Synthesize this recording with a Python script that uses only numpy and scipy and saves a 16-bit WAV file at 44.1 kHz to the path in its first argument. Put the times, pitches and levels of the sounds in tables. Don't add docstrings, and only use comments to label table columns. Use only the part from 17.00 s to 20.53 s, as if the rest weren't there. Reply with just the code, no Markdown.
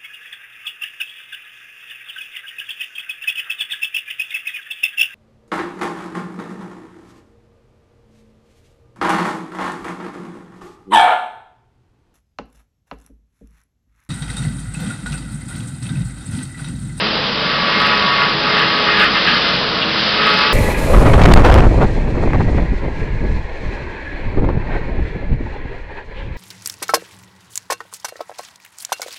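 import sys
import numpy as np
from scipy import signal
from scipy.fft import rfft, irfft, next_fast_len
from scipy.io import wavfile

SR = 44100
rng = np.random.default_rng(int(sys.argv[2]) if len(sys.argv) > 2 else 0)


def store_pcm(level_fs):
    pcm = np.round(np.clip(level_fs, -1, 1) * 32767).astype(np.int16)
    wavfile.write(sys.argv[1], SR, np.atleast_2d(pcm).T)


N = 155673

# (multiple of the shaft rate [1], level [dB])
ENGINE_TONES = [(2.07, -47), (3, -47), (6, -40.5), (8, -39), (9, -39.5), (14, -37.5)]
ENGINE_WAVER = 0.7
# (frequency [Hz], relative spectral density [dB])
RUMBLE_SPECTRUM = [(20, -19), (60, -19), (110, -10), (160, -3.5), (200, -1), (270, -5.5), (305, -9.5),
                   (370, -12), (440, -5), (580, -4), (780, -10), (1100, -7), (2000, -14), (5000, -25)]
RUMBLE_DB, FIRING_DEPTH = -22.5, 0.042
RUMBLE_FOLLOWS = 0.069

# (time [s], level before LEAVES_DB [dB])
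LEAF_FEED = [(0, -25), (.33, -25.5), (.85, -23.5), (1.25, -24), (1.35, -25.5), (1.5, -23), (2.1, -23.5),
             (2.3, -21.5), (2.5, -22), (2.6, -23.7), (2.85, -26), (3.05, -20.5), (3.16, -23), (3.42, -20.5),
             (3.53, -23)]
# (frequency [Hz], relative spectral density [dB])
LEAF_SPECTRUM = [(400, -27.5), (1000, -4.5), (1500, -2.5), (2250, -4), (2800, 0.1), (3400, 1.3),
                 (4100, -0.4), (5000, -1.04), (6300, -2), (8000, -21)]
LEAVES_DB = 4
SNAPS_PER_S, SNAP_SPREAD_DB = 900, 4
SNAP_DB = -6.5

# (time [s], level before attack and decay [dB])
KNOCKS = [(2.8163, -10.5), (2.8263, -14)]
# (frequency [Hz], width [Hz], relative gain [dB])
STALK_RESONANCES = [(2220, 470, -8), (2806, 220, 1.5), (3500, 300, -3)]
KNOCK_ATTACK_S, KNOCK_DECAY_S = 0.0012, 0.007

# (time [s], rate [Hz])
BLADE_RATE = [(0, 141.9), (.65, 142.7), (.9, 142.3), (1.1, 140.6), (1.4, 140.5), (1.6, 140.8), (1.8, 140.4),
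              (2.03, 139.7), (2.45, 138.1), (2.85, 138.3), (3.3, 141.8), (3.53, 144.1)]
PASSES_PER_TURN = 6
# (time [s], level [dB])
BITE_LEVEL = [(0, -26), (.35, -37), (.48, -25.5), (.64, -24.5), (.69, -20.5), (.77, -21.5), (.88, -17),
              (1.02, -22.5), (1.14, -20.5), (1.23, -17), (1.37, -29.5), (1.5, -21.5), (1.635, -16),
              (1.69, -22), (1.85, -22.5), (1.89, -16), (1.95, -18.5), (2.025, -11), (2.12, -25),
              (2.17, -17.5), (2.24, -26.5), (2.275, -13.5), (2.31, -15), (2.335, -19), (2.42, -24),
              (2.5, -22), (2.59, -30.5), (3.14, -26), (3.22, -17.5), (3.27, -15), (3.36, -20.5),
              (3.42, -18), (3.53, -22.5)]
# (time [s], level [dB])
HOWL_LEVEL = [(0, -46), (.38, -34), (.47, -31), (.82, -26), (.895, -17.5), (.98, -29.5), (1.08, -21),
              (1.17, -24.5), (1.25, -21.5), (1.38, -35), (1.62, -22), (1.69, -26), (1.77, -27), (1.9, -31),
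              (2.03, -33), (2.45, -38), (3.15, -39.5), (3.3, -26.5), (3.53, -26)]
# (time [s], level [dB])
HUM_LEVEL = [(0, -42), (.22, -32.5), (.45, -54), (.68, -47), (.82, -29.5), (1.15, -41.5), (1.4, -34),
             (1.9, -33), (2.1, -40), (3.05, -43.5), (3.35, -28), (3.53, -30)]
# (multiple of the blade rate [1], relative level [dB])
HUM_PARTIALS = [(3, 0.5), (6, -3.5)]
HOWL_PARTIALS = [(7, -7), (8, -0.5)]
WHINE_PARTIALS = [(6, -21.5), (9, -6.5), (10, -8.5), (11, -14), (12, -11.5), (12.93, -10.5), (13.42, -10.5),
                  (15, -8), (18, -11.5), (19, -16)]
HOWL_WAVER, WHINE_WAVER = 0.51, 1.0
WAVER_HZ = 9.5
# (frequency [Hz], width [Hz], relative gain [dB])
HOUSING_RESONANCES = [(1184, 71, 3), (1281, 96, 1.5), (1478, 120, -2.5), (1692, 90, 2.5), (1824, 160, -3),
                      (2003, 100, -1.5), (2462, 270, -10.5)]
# (frequency [Hz], relative spectral density [dB])
CRUSH_SPECTRUM = [(400, -15), (900, -9), (1500, -6), (2300, 0), (2900, 3.5), (3600, -3), (5000, -13),
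                  (8000, -21.5)]
WHINE_DB, RASP_DB, CRUSH_DB = -2, -4, -5
BLADE_DEPTH, CRUSH_DEPTH = 0.89, 0.35

# (frequency [Hz], gain [dB])
BAND_LIMIT = [(4000, 1), (5100, 1), (5350, -10), (5600, -15), (5900, -17.5), (6150, -30), (6400, -60.5),
              (6800, -100)]
KNEE, OVERLOAD = 0.74, 0.73
CUTOFF_HZ = 15800


def from_db(db):
    return 10 ** (np.asarray(db) / 20)


def rms_one(x):
    return x / np.sqrt(np.mean(x ** 2) + 1e-20)


def in_time(rows):
    return np.interp(np.arange(N) / SR, *np.transpose(rows))


def coloured(x, spectrum):
    size = next_fast_len(N + 8192)
    hz, db = np.transpose(spectrum)
    bins = np.maximum(np.arange(size // 2 + 1) * SR / size, 1)
    gain = from_db(np.interp(np.log(bins), np.log(hz), db))
    return irfft(rfft(x, size) * gain, size)[:N]


def drift(rate_hz):
    step = 40
    r = np.exp(-2 * np.pi * rate_hz * step / SR)
    noise = rng.standard_normal(N // step + 2002)
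    slow = signal.lfilter([1], [1, -2 * r, r * r], noise)[2000:]
    return np.interp(np.arange(N) / step, np.arange(len(slow)), rms_one(slow))


def resonate(x, resonances):
    out = 0
    for k, (hz, width, db) in enumerate(resonances):
        r = np.exp(-np.pi * width / SR)
        poles = [1, -2 * r * np.cos(2 * np.pi * hz / SR), r * r]
        ring = (1 - r * r) / 2 * signal.lfilter([1, 0, -1], poles, x)
        out = out + (-1) ** k * from_db(db) * ring
    return out


def partials(turns, table, waver, rate_hz):
    out = 0
    for multiple, db in table:
        wander = (drift(rate_hz) + 1j * drift(rate_hz)) / np.sqrt(2)
        swing = (1 + waver * wander) / np.sqrt(1 + waver ** 2)
        tone = np.exp(2j * np.pi * (multiple * turns + rng.random()))
        out = out + np.sqrt(2) * from_db(db) * np.real(swing * tone)
    return out


def puffs(turns, depth):
    return rng.standard_normal(N) * np.exp(depth * np.cos(2 * np.pi * turns))


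def tractor(turns, bite_db):
    firings = turns * PASSES_PER_TURN / 2
    rumble = rms_one(coloured(puffs(firings, FIRING_DEPTH), RUMBLE_SPECTRUM))
    rumble_db = RUMBLE_DB + RUMBLE_FOLLOWS * (bite_db - bite_db.mean())
    tones = partials(turns, ENGINE_TONES, ENGINE_WAVER, rate_hz=2.7)
    return tones + rumble * from_db(rumble_db)


def leaves():
    sizes = from_db(SNAP_SPREAD_DB * np.minimum(rng.exponential(1, N), 4))
    signed_sizes = sizes * rng.choice([-1, 1], N)
    snaps = rms_one(signed_sizes * (rng.random(N) < SNAPS_PER_S / SR))
    rustle = rng.standard_normal(N) + from_db(SNAP_DB) * snaps
    return from_db(in_time(LEAF_FEED) + LEAVES_DB) * rms_one(coloured(rustle, LEAF_SPECTRUM))


def knocks():
    envelope = 0
    for start_s, db in KNOCKS:
        age = np.maximum(np.arange(N) / SR - start_s, 0)
        attack = 1 - np.exp(-age / KNOCK_ATTACK_S)
        envelope = envelope + from_db(db) * attack * np.exp(-age / KNOCK_DECAY_S)
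    return envelope * rms_one(resonate(rng.standard_normal(N), STALK_RESONANCES))


def cutter(passes, bite_db):
    hum = from_db(in_time(HUM_LEVEL)) * partials(passes, HUM_PARTIALS, HOWL_WAVER, WAVER_HZ)
    howl = from_db(in_time(HOWL_LEVEL)) * partials(passes, HOWL_PARTIALS, HOWL_WAVER, WAVER_HZ)
    whine = from_db(WHINE_DB) * partials(passes, WHINE_PARTIALS, WHINE_WAVER, WAVER_HZ)
    rasp = from_db(RASP_DB) * rms_one(resonate(puffs(passes, BLADE_DEPTH), HOUSING_RESONANCES))
    crush = from_db(CRUSH_DB) * rms_one(coloured(puffs(passes, CRUSH_DEPTH), CRUSH_SPECTRUM))
    return hum + howl + from_db(bite_db) * (whine + rasp + crush)


def scene():
    passes = np.cumsum(in_time(BLADE_RATE)) / SR
    bite_db = in_time(BITE_LEVEL)
    machine = tractor(passes / PASSES_PER_TURN, bite_db) + cutter(passes, bite_db)
    return (machine + leaves() + knocks())[None]


def record(dry):
    rounded = dry[0] / (1 + (dry[0] / KNEE) ** 6) ** (1 / 6)
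    heard = np.clip(coloured(rounded, BAND_LIMIT), -OVERLOAD, OVERLOAD)
    low_pass = signal.cheby2(12, 70, CUTOFF_HZ, fs=SR, output="sos")
    return signal.sosfilt(low_pass, heard)[None]


dry = scene()
out = record(dry)
store_pcm(out)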